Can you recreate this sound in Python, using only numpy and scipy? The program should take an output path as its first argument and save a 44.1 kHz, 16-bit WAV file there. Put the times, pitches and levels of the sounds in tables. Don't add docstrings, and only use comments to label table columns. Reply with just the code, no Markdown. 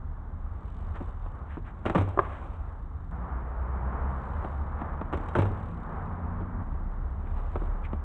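import sys
import numpy as np
from scipy import signal
from scipy.fft import rfft, irfft, next_fast_len
from scipy.io import wavfile
from scipy.ndimage import uniform_filter1d, map_coordinates

SR = 44100
rng = np.random.default_rng(int(sys.argv[2]) if len(sys.argv) > 2 else 0)


def unload_audio(sound):
    columns = np.transpose(np.atleast_2d(sound))
    steps = np.round(np.clip(columns, -1, 1) * 32767)
    wavfile.write(sys.argv[1], SR, steps.astype(np.int16))


N = 354563
TIME = np.arange(N) / SR
HIT_TIME = TIME[:SR // 2]

# start_s, level_db, slam_offset_db, brightness_db,
# rebound_gap_s, rebound_count, loss_per_rebound_db
WHEEL_DROPS = [(1.8541, -30, 0, 1, 0.043, 1, 2.5), (1.9484, -24, -4, -0.5, 0.03, 2, 6),
               (5.127, -31.5, -4, -0.5, .045, 2, 12), (5.352, -24, -10, -.5, 0.034, 3, 5)]
def landings(slam_delay_s=.007):
    # thud_db, body_db, snap_db, steel_db
    touch, slam = [-5.5, -1, -17, -34.5], [2.5, -0.5, -9.5, -33.5]
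    shudder, rebound = [-5, -15, -27.5, -43.5], [3, 1.5, -10, -28]
    out = np.zeros(N)
    for start_s, level_db, slam_db, bright_db, gap_s, count, loss_db in WHEEL_DROPS:
        band_db = level_db + np.array([0, 0, bright_db, bright_db])
        add(out, start_s, blow(band_db + touch, t60_s=.11, crack=10))
        add(out, start_s + slam_delay_s, blow(band_db + slam_db + slam, t60_s=.1))
        add(out, start_s + slam_delay_s, blow(band_db + shudder, t60_s=.44, ring_db=1))
        for k in range(1, round(count) + 1):
            add(out, start_s + k * gap_s, blow(band_db - k * loss_db + rebound, t60_s=.1))
    return out


# low_hz, high_hz
BLOW_BANDS = [(130, 450), (450, 1800), (1800, 4200), (4800, 13000)]
# frequency_hz, gain_db
FRAME_EQ = [(100, -6.5), (170, 0.5), (235, -2), (345, 2), (470, -4.5), (590, 2), (690, -1), (810, 2.5),
            (1300, -4), (1900, -20), (2500, -23), (3700, -35.5), (6000, -43.5), (13000, -54.5)]
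# pitch_hz, level_db, t60_s
STEEL_MODES = [(2330, 1.5, .12), (2760, 5, 0.12), (3150, -1.5, .13), (3160, 0.5, 0.12), (3560, 2, 0.086),
               (3820, 5, 0.088), (5540, -11.5, .14), (5930, -13.5, .14), (6300, -15, .14)]
def blow(band_db, t60_s, crack=8, ring_db=0):
    clumps = amp(3 * np.repeat(rng.standard_normal(len(HIT_TIME) // 63), 63))
    force = rng.standard_normal(len(HIT_TIME)) * clumps * decay(HIT_TIME, t60_s)
    force[0] += crack
    shake = colour(force, FRAME_EQ)
    out = np.zeros(len(HIT_TIME))
    for band_hz, level_db in zip(BLOW_BANDS, band_db):
        part = signal.sosfilt(signal.butter(3, band_hz, 'band', fs=SR, output='sos'), shake)
        out += amp(level_db) * part / np.std(part[:SR // 40])
    add(out, 0, amp(band_db[-1] + ring_db) * ring(STEEL_MODES, scatter_db=1))
    return out


# start_s, level_db, pitch_hz, t60_s
LOW_BOOMS = [(1.861, -25, 99, .28), (1.958, -15.5, 172.5, 0.12), (1.987, -15.5, 95.6, 0.42),
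             (2.195, -23.5, 88, 0.23), (5.366, -18.5, 107, 0.13), (5.388, -15.5, 99, 0.62),
             (7.931, -24.5, 214, 0.091)]
def booms(attack_s=.0013):
    out = np.zeros(N)
    for start_s, level_db, pitch_hz, t60_s in LOW_BOOMS:
        envelope = fade_in(HIT_TIME, attack_s) * decay(HIT_TIME, t60_s)
        add(out, start_s, amp(level_db) * envelope * np.sin(2 * np.pi * pitch_hz * HIT_TIME))
    return out


# start_s, level_db, lowpass_hz
CLACK_HITS = [(2.1745, -14, 800), (2.1899, -11, 1800), (2.1918, -16.5, 2100)]
# pitch_hz, level_db, t60_s
CLACK_RING = [(386, -3.5, 0.058), (595, -3, 0.023), (713, -2, 0.027), (1080, 0.5, 0.023),
              (1174, -2.5, 0.036), (1624, -10, 0.035), (2900, -40, .02)]
def clacks(attack_s=.0004, chatter_gain=.2):
    out = np.zeros(N)
    for start_s, level_db, lowpass_hz in CLACK_HITS:
        tone = ring(CLACK_RING, scatter_db=.5)
        t = HIT_TIME[:len(tone)]
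        chatter = unit(colour(rng.standard_normal(len(t)), FRAME_EQ)) * decay(t, t60_s=.065)
        clack = (tone + chatter_gain * chatter) * fade_in(t, attack_s)
        add(out, start_s, amp(level_db) * signal.lfilter(*signal.butter(2, lowpass_hz, fs=SR), clack))
    return out


# start_s, body_db, thud_db, t60_s
DULL_KNOCKS = [(1.005, -44.5, -34, 0.058), (1.261, -45, -51, 0.048), (1.57, -43.5, -36, .084),
               (2.076, -44, -42, 0.13), (2.191, -25.5, -44, 0.048), (4.446, -36, -36, 0.07),
               (4.816, -37.5, -34.5, .05), (5.013, -35.5, -36, .035), (6.405, -47, -37, .12),
               (7.5564, -34, -31.5, 0.054), (7.616, -46.5, -38, .075), (7.93, -38.5, -38.5, 0.065)]
def knocks(snap_offset_db=-18, steel_offset_db=-46):
    out = np.zeros(N)
    for start_s, body_db, thud_db, t60_s in DULL_KNOCKS:
        band_db = [thud_db, body_db, body_db + snap_offset_db, body_db + steel_offset_db]
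        add(out, start_s, blow(band_db, t60_s))
    return out


# start_s, steel_db
CHAIN_HITS = [(2.019, -64.5), (2.089, -67.5), (5.174, -70), (5.287, -65.5), (5.418, -66)]
def chain_clinks():
    tone_db = np.array([16.5, 8, 9.5, 0])
    out = np.zeros(N)
    for start_s, steel_db in CHAIN_HITS:
        add(out, start_s, blow(steel_db + tone_db, t60_s=.035))
    return out


# frequency_hz, gain_db
TYRE_EQ = [(60, -10.5), (200, 3.5), (330, -3), (500, 0), (1200, -1), (1800, -16.5), (2400, -18.5),
           (3400, -28.5), (5000, -37.5), (9000, -41.5), (13000, -58)]
def tyres(grains_per_s=700):
    grains = rng.standard_normal(N) * (rng.random(N) < grains_per_s / SR)
    contact = rng.standard_normal(N) + 0.76 * unit(grains)
    return amp(rolling_level() + 1.8 * wobble(35)) * unit(colour(contact, TYRE_EQ))


TOUCHDOWN_DB_PER_S = 105.5
# start_s, lift_off_s, tyre_db, hub_db, distant_hub_db, lift_off_ticks_per_s
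RIDES_UP = [(.72, 1.08, -52, -74, -93, 63), (4.198, 4.519, -52.5, -74.5, -88, 72),
            (7.38, 7.619, -49.5, -75.5, -82.5, 68)]
# touchdown_s, off_ramp_s, tyre_db, hub_db, hub_fade_db_per_s
RIDES_DOWN = [(1.901, 2.46, -45.5, -78.5, 4), (5.198, 5.66, -48.5, -72.5, 16.5)]
def rolling_level():
    up = [db + swell(start_s, lift_s, rise_db_per_s=44, fall_db_per_s=41)
          for start_s, lift_s, db, *_ in RIDES_UP]
    away = [db + swell(down_s, gone_s, TOUCHDOWN_DB_PER_S, fall_db_per_s=55.5)
            for down_s, gone_s, db, *_ in RIDES_DOWN]
    return np.max(up + away, axis=0)


def hub_motion(roll_in_s=.7, air_s=.7, air_db=-5, spin_down_s=.12):
    roll_in_rate, idle_rate, away_rate = 42, 24, 41
    speed_up, slow_down = 48, 13
    rates, levels = [], []
    for start_s, lift_s, _, hub_db, distant_db, top_rate in RIDES_UP:
        heard_s = start_s - roll_in_s
        coming = np.maximum(top_rate - speed_up * (lift_s - TIME), roll_in_rate * (TIME > heard_s))
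        flying = idle_rate + (top_rate - idle_rate) * np.exp(-np.abs(TIME - lift_s) / spin_down_s)
        rates.append(np.where(TIME < lift_s, coming, flying))
        stages = [(heard_s, start_s, distant_db), (start_s, lift_s, hub_db),
                  (lift_s, lift_s + air_s, hub_db + air_db)]
        for begin_s, end_s, level_db in stages:
            levels.append(level_db + swell(begin_s, end_s, rise_db_per_s=46.5, fall_db_per_s=55.5))
    for down_s, gone_s, _, hub_db, fade_db_per_s in RIDES_DOWN:
        rates.append((TIME > down_s) * (away_rate - slow_down * (TIME - down_s)))
        levels.append(hub_db + swell(down_s, gone_s, TOUCHDOWN_DB_PER_S, fade_db_per_s))
    return np.max(rates, axis=0), np.max(levels, axis=0)


# pitch_hz, level_db, t60_s
PAWL_MODES = [(3000, -4, 0.022), (3650, 4, 0.0064), (4130, 2.5, 0.0049), (4610, 0, 0.014),
              (5850, -12, 0.0099), (7440, -18, .012), (8450, -10, 0.0079)]
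def freewheel(scatter_db=2.5, variants=5):
    ticks_per_s, level_db = hub_motion()
    teeth_passed = np.floor(np.cumsum(ticks_per_s * amp(.2 * wobble(25))) / SR)
    teeth = np.diff(teeth_passed, prepend=0)
    drops = teeth * amp(scatter_db * np.clip(rng.standard_normal(N), -1, 1))
    onset = fade_in(HIT_TIME, attack_s=.0015)
    variant = np.cumsum(teeth) % variants
    pings = [ring(PAWL_MODES, scatter_db=2) for _ in range(variants)]
    ticks = sum(signal.oaconvolve(drops * (variant == k), ping * onset[:len(ping)])[:N]
                for k, ping in enumerate(pings))
    seating = signal.oaconvolve(drops, onset * decay(HIT_TIME, t60_s=.022))[:N]
    chatter = seating * noise([(1500, -24), (4000, 2.0), (6000, -7.5), (8300, -9.5), (12000, -29)])
    return amp(level_db) * unit(unit(ticks) + unit(chatter))


# peak_s, level_db, half_width_s
SCUFF_STROKES = [(.963, -42, 0.011), (1.529, -48, .032), (1.678, -48, 0.02), (2.25, -45.5, .018),
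                 (2.345, -46.5, 0.038), (4.812, -49, 0.014)]
SQUEAK_STROKES = [(7.27, -58.5, .008), (7.855, -47.5, 0.011)]
# frequency_hz, gain_db
SCUFF_EQ = [(400, -4), (800, 8), (1300, 8.5), (1900, 3.5), (2400, -5), (3400, -13.5), (4500, -26),
            (8000, -32.5), (13000, -49.5)]
SQUEAK_EQ = [(800, -25), (1500, 1.5), (1900, 4.5), (2350, 7), (2750, -5.5), (3500, -12), (4500, -22.5),
             (8000, -31), (13000, -44)]
def rubs(strokes, eq):
    envelope = sum(amp(level_db) * np.exp(-.5 * ((TIME - peak_s) / half_width_s) ** 2)
                   for peak_s, level_db, half_width_s in strokes)
    return envelope * amp(0.94 * wobble(250)) * noise(eq)


# frequency_hz, t60_s
BOWL_DECAY = [(100, 0.32), (1000, 0.75), (4000, 0.47), (12000, 0.13)]
def bowl_echo(sound):
    hz, t, bands = signal.stft(rng.standard_normal(SR // 2), SR, nperseg=256)
    envelope = fade_in(t, attack_s=.0026) * decay(t, along(BOWL_DECAY, hz)[:, None])
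    tail = signal.istft(bands * envelope, SR, nperseg=256)[1]
    return signal.fftconvolve(sound, tail / np.linalg.norm(tail))[:N]


# start_s, hum_db, drone_db, rumble_db, hum_drift_db_per_s
ROAD_LEVELS = [(0, -52.3, -48, -34.8, .5), (3.113, -40, -42.5, -34, -0.83), (6.635, -48, -44, -33.5, 0.1)]
# frequency_hz, gain_db
HUM_EQ = [(180, -34.5), (300, -7), (450, -2.5), (620, -2.5), (800, 1), (1180, 0.5), (1760, -12.5),
          (2100, -19.5), (2620, -32), (3080, -36.5), (3950, -50.5), (5140, -73)]
DRONE_EQ = [(50, -18), (90, -8), (130, -1.5), (200, -5), (300, -12.5), (450, -22), (900, -75)]
RUMBLE_EQ = [(10, -25.5), (22, -16.5), (33, 2.5), (48, -4), (80, -0.5), (100, -12.5), (140, -23),
             (400, -94.5)]
def road():
    stretches = np.array(ROAD_LEVELS)
    current = np.searchsorted(stretches[1:, 0], TIME)
    start_s, hum_db, drone_db, rumble_db, drift_db_per_s = stretches[current].T
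    hum_db = uniform_filter1d(hum_db + drift_db_per_s * (TIME - start_s), size=700)
    hum = amp(hum_db + 1.8 * wobble(7)) * noise(HUM_EQ)
    drone = amp(drone_db + 1.5 * wobble(4.4)) * noise(DRONE_EQ)
    rumble = amp(rumble_db + 0.54 * wobble(2.6)) * noise(RUMBLE_EQ)
    return hum + drone + rumble


# [(pitch_multiple, level_db)]
ENGINE_PASSES = [(0, 3.115, 16.8, 0.5, [(0, -40), (3.115, -53.5)], [(2, 1), (5, -2.5)]),
                 (3.114, 5.35, 57.7, 8, [(3.12, -33), (3.23, -30.5), (3.61, -39.5), (3.68, -30.5),
                 (3.89, -28.5), (3.99, -44), (4.04, -31.5), (5.24, -40), (5.3, -54)], [(1, 0.5), (2, -15.5),
                 (3, -18)]), (5.4, 6.635, 26.7, 3, [(5.8, -47), (6.635, -43)], [(3, 6), (6, 0), (7, -8),
                 (8, -0.5), (9, -11)]), (6.636, 8.2, 32, 3, [(7.15, -37), (7.55, -34.5)], [(1, 3.5),
                 (2, -1.5), (4, -30)])]
def engines(waver_db=2):
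    out = np.zeros(N)
    for start_s, end_s, pitch_hz, climb_hz_per_s, fader, orders in ENGINE_PASSES:
        phase = 2 * np.pi * np.cumsum(pitch_hz + climb_hz_per_s * np.maximum(TIME - start_s, 0)) / SR
        gate = uniform_filter1d(1. * ((TIME >= start_s) & (TIME <= end_s)), size=400)
        envelope = gate * amp(np.interp(TIME, *np.transpose(fader)))
        for multiple, order_db in orders:
            gain = envelope * amp(order_db + waver_db * wobble(9))
            out += gain * np.sqrt(2) * np.sin(multiple * phase + .5 * wobble(7))
    return out


def amp(db):
    return 10 ** (np.asarray(db) / 20)


def unit(x):
    return x / np.sqrt(np.mean(x ** 2) + 1e-20)


def along(points, hz):
    point_hz, values = np.transpose(points)
    return np.interp(np.log(hz + 1), np.log(point_hz + 1), values)


def wobble(knots_per_s):
    knots = rng.standard_normal(int(N * knots_per_s / SR) + 4)
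    return map_coordinates(knots, [TIME * knots_per_s])


def fade_in(t, attack_s):
    return 1 - np.exp(-t / attack_s)


def decay(t, t60_s):
    return np.exp(-np.log(1000) * t / np.maximum(t60_s, 1e-3))


def swell(start_s, end_s, rise_db_per_s, fall_db_per_s):
    return -rise_db_per_s * np.maximum(start_s - TIME, 0) - fall_db_per_s * np.maximum(TIME - end_s, 0)


def ring(modes, scatter_db):
    t = HIT_TIME[:SR // 4]
    return sum(amp(level_db + scatter_db * rng.normal()) * np.sin(2 * np.pi * hz * t) * decay(t, t60_s)
               for hz, level_db, t60_s in modes)


def colour(x, eq):
    size = 2 * next_fast_len(len(x) // 2 + 4096)
    gain = amp(along(eq, np.fft.rfftfreq(size, 1 / SR)))
    cepstrum = irfft(np.log(gain + 1e-6))
    cepstrum[1:size // 2] *= 2
    cepstrum[size // 2 + 1:] = 0
    return irfft(rfft(x, size) * np.exp(rfft(cepstrum)), size)[:len(x)]


def noise(eq):
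    return unit(colour(rng.standard_normal(N), eq))


def add(track, start_s, sound):
    part = track[round(start_s * SR):][:len(sound)]
    part += sound[:len(part)]


def scene(echo_db=-18.5):
    bike = tyres() + freewheel() + knocks() + chain_clinks() + landings() + booms() + clacks()
    bike += rubs(SCUFF_STROKES, SCUFF_EQ) + rubs(SQUEAK_STROKES, SQUEAK_EQ)
    return (bike + amp(echo_db) * bowl_echo(bike) + road() + engines())[None]


# frequency_hz, gain_db
HISS_EQ = [(500, -5), (3500, 5), (5000, 0), (7000, -2), (8200, -9), (10000, -3.5), (12400, -26)]
MIC_EQ = [(3700, -2), (4800, -14.5), (6000, -7.5), (6900, -6.5), (8000, 0), (9300, -8), (10200, -11),
          (11300, -19.5), (12400, -3.5), (13000, -10)]
def record(dry, hiss_db=-79, top_hz=12900):
    sound = colour(dry[0] + amp(hiss_db) * noise(HISS_EQ), MIC_EQ)
    size = next_fast_len(N + 8192)
    passband = np.fft.rfftfreq(size, 1 / SR) < top_hz
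    return irfft(rfft(sound, size) * passband, size)[None, :N]


dry = scene()
out = record(dry)
unload_audio(out)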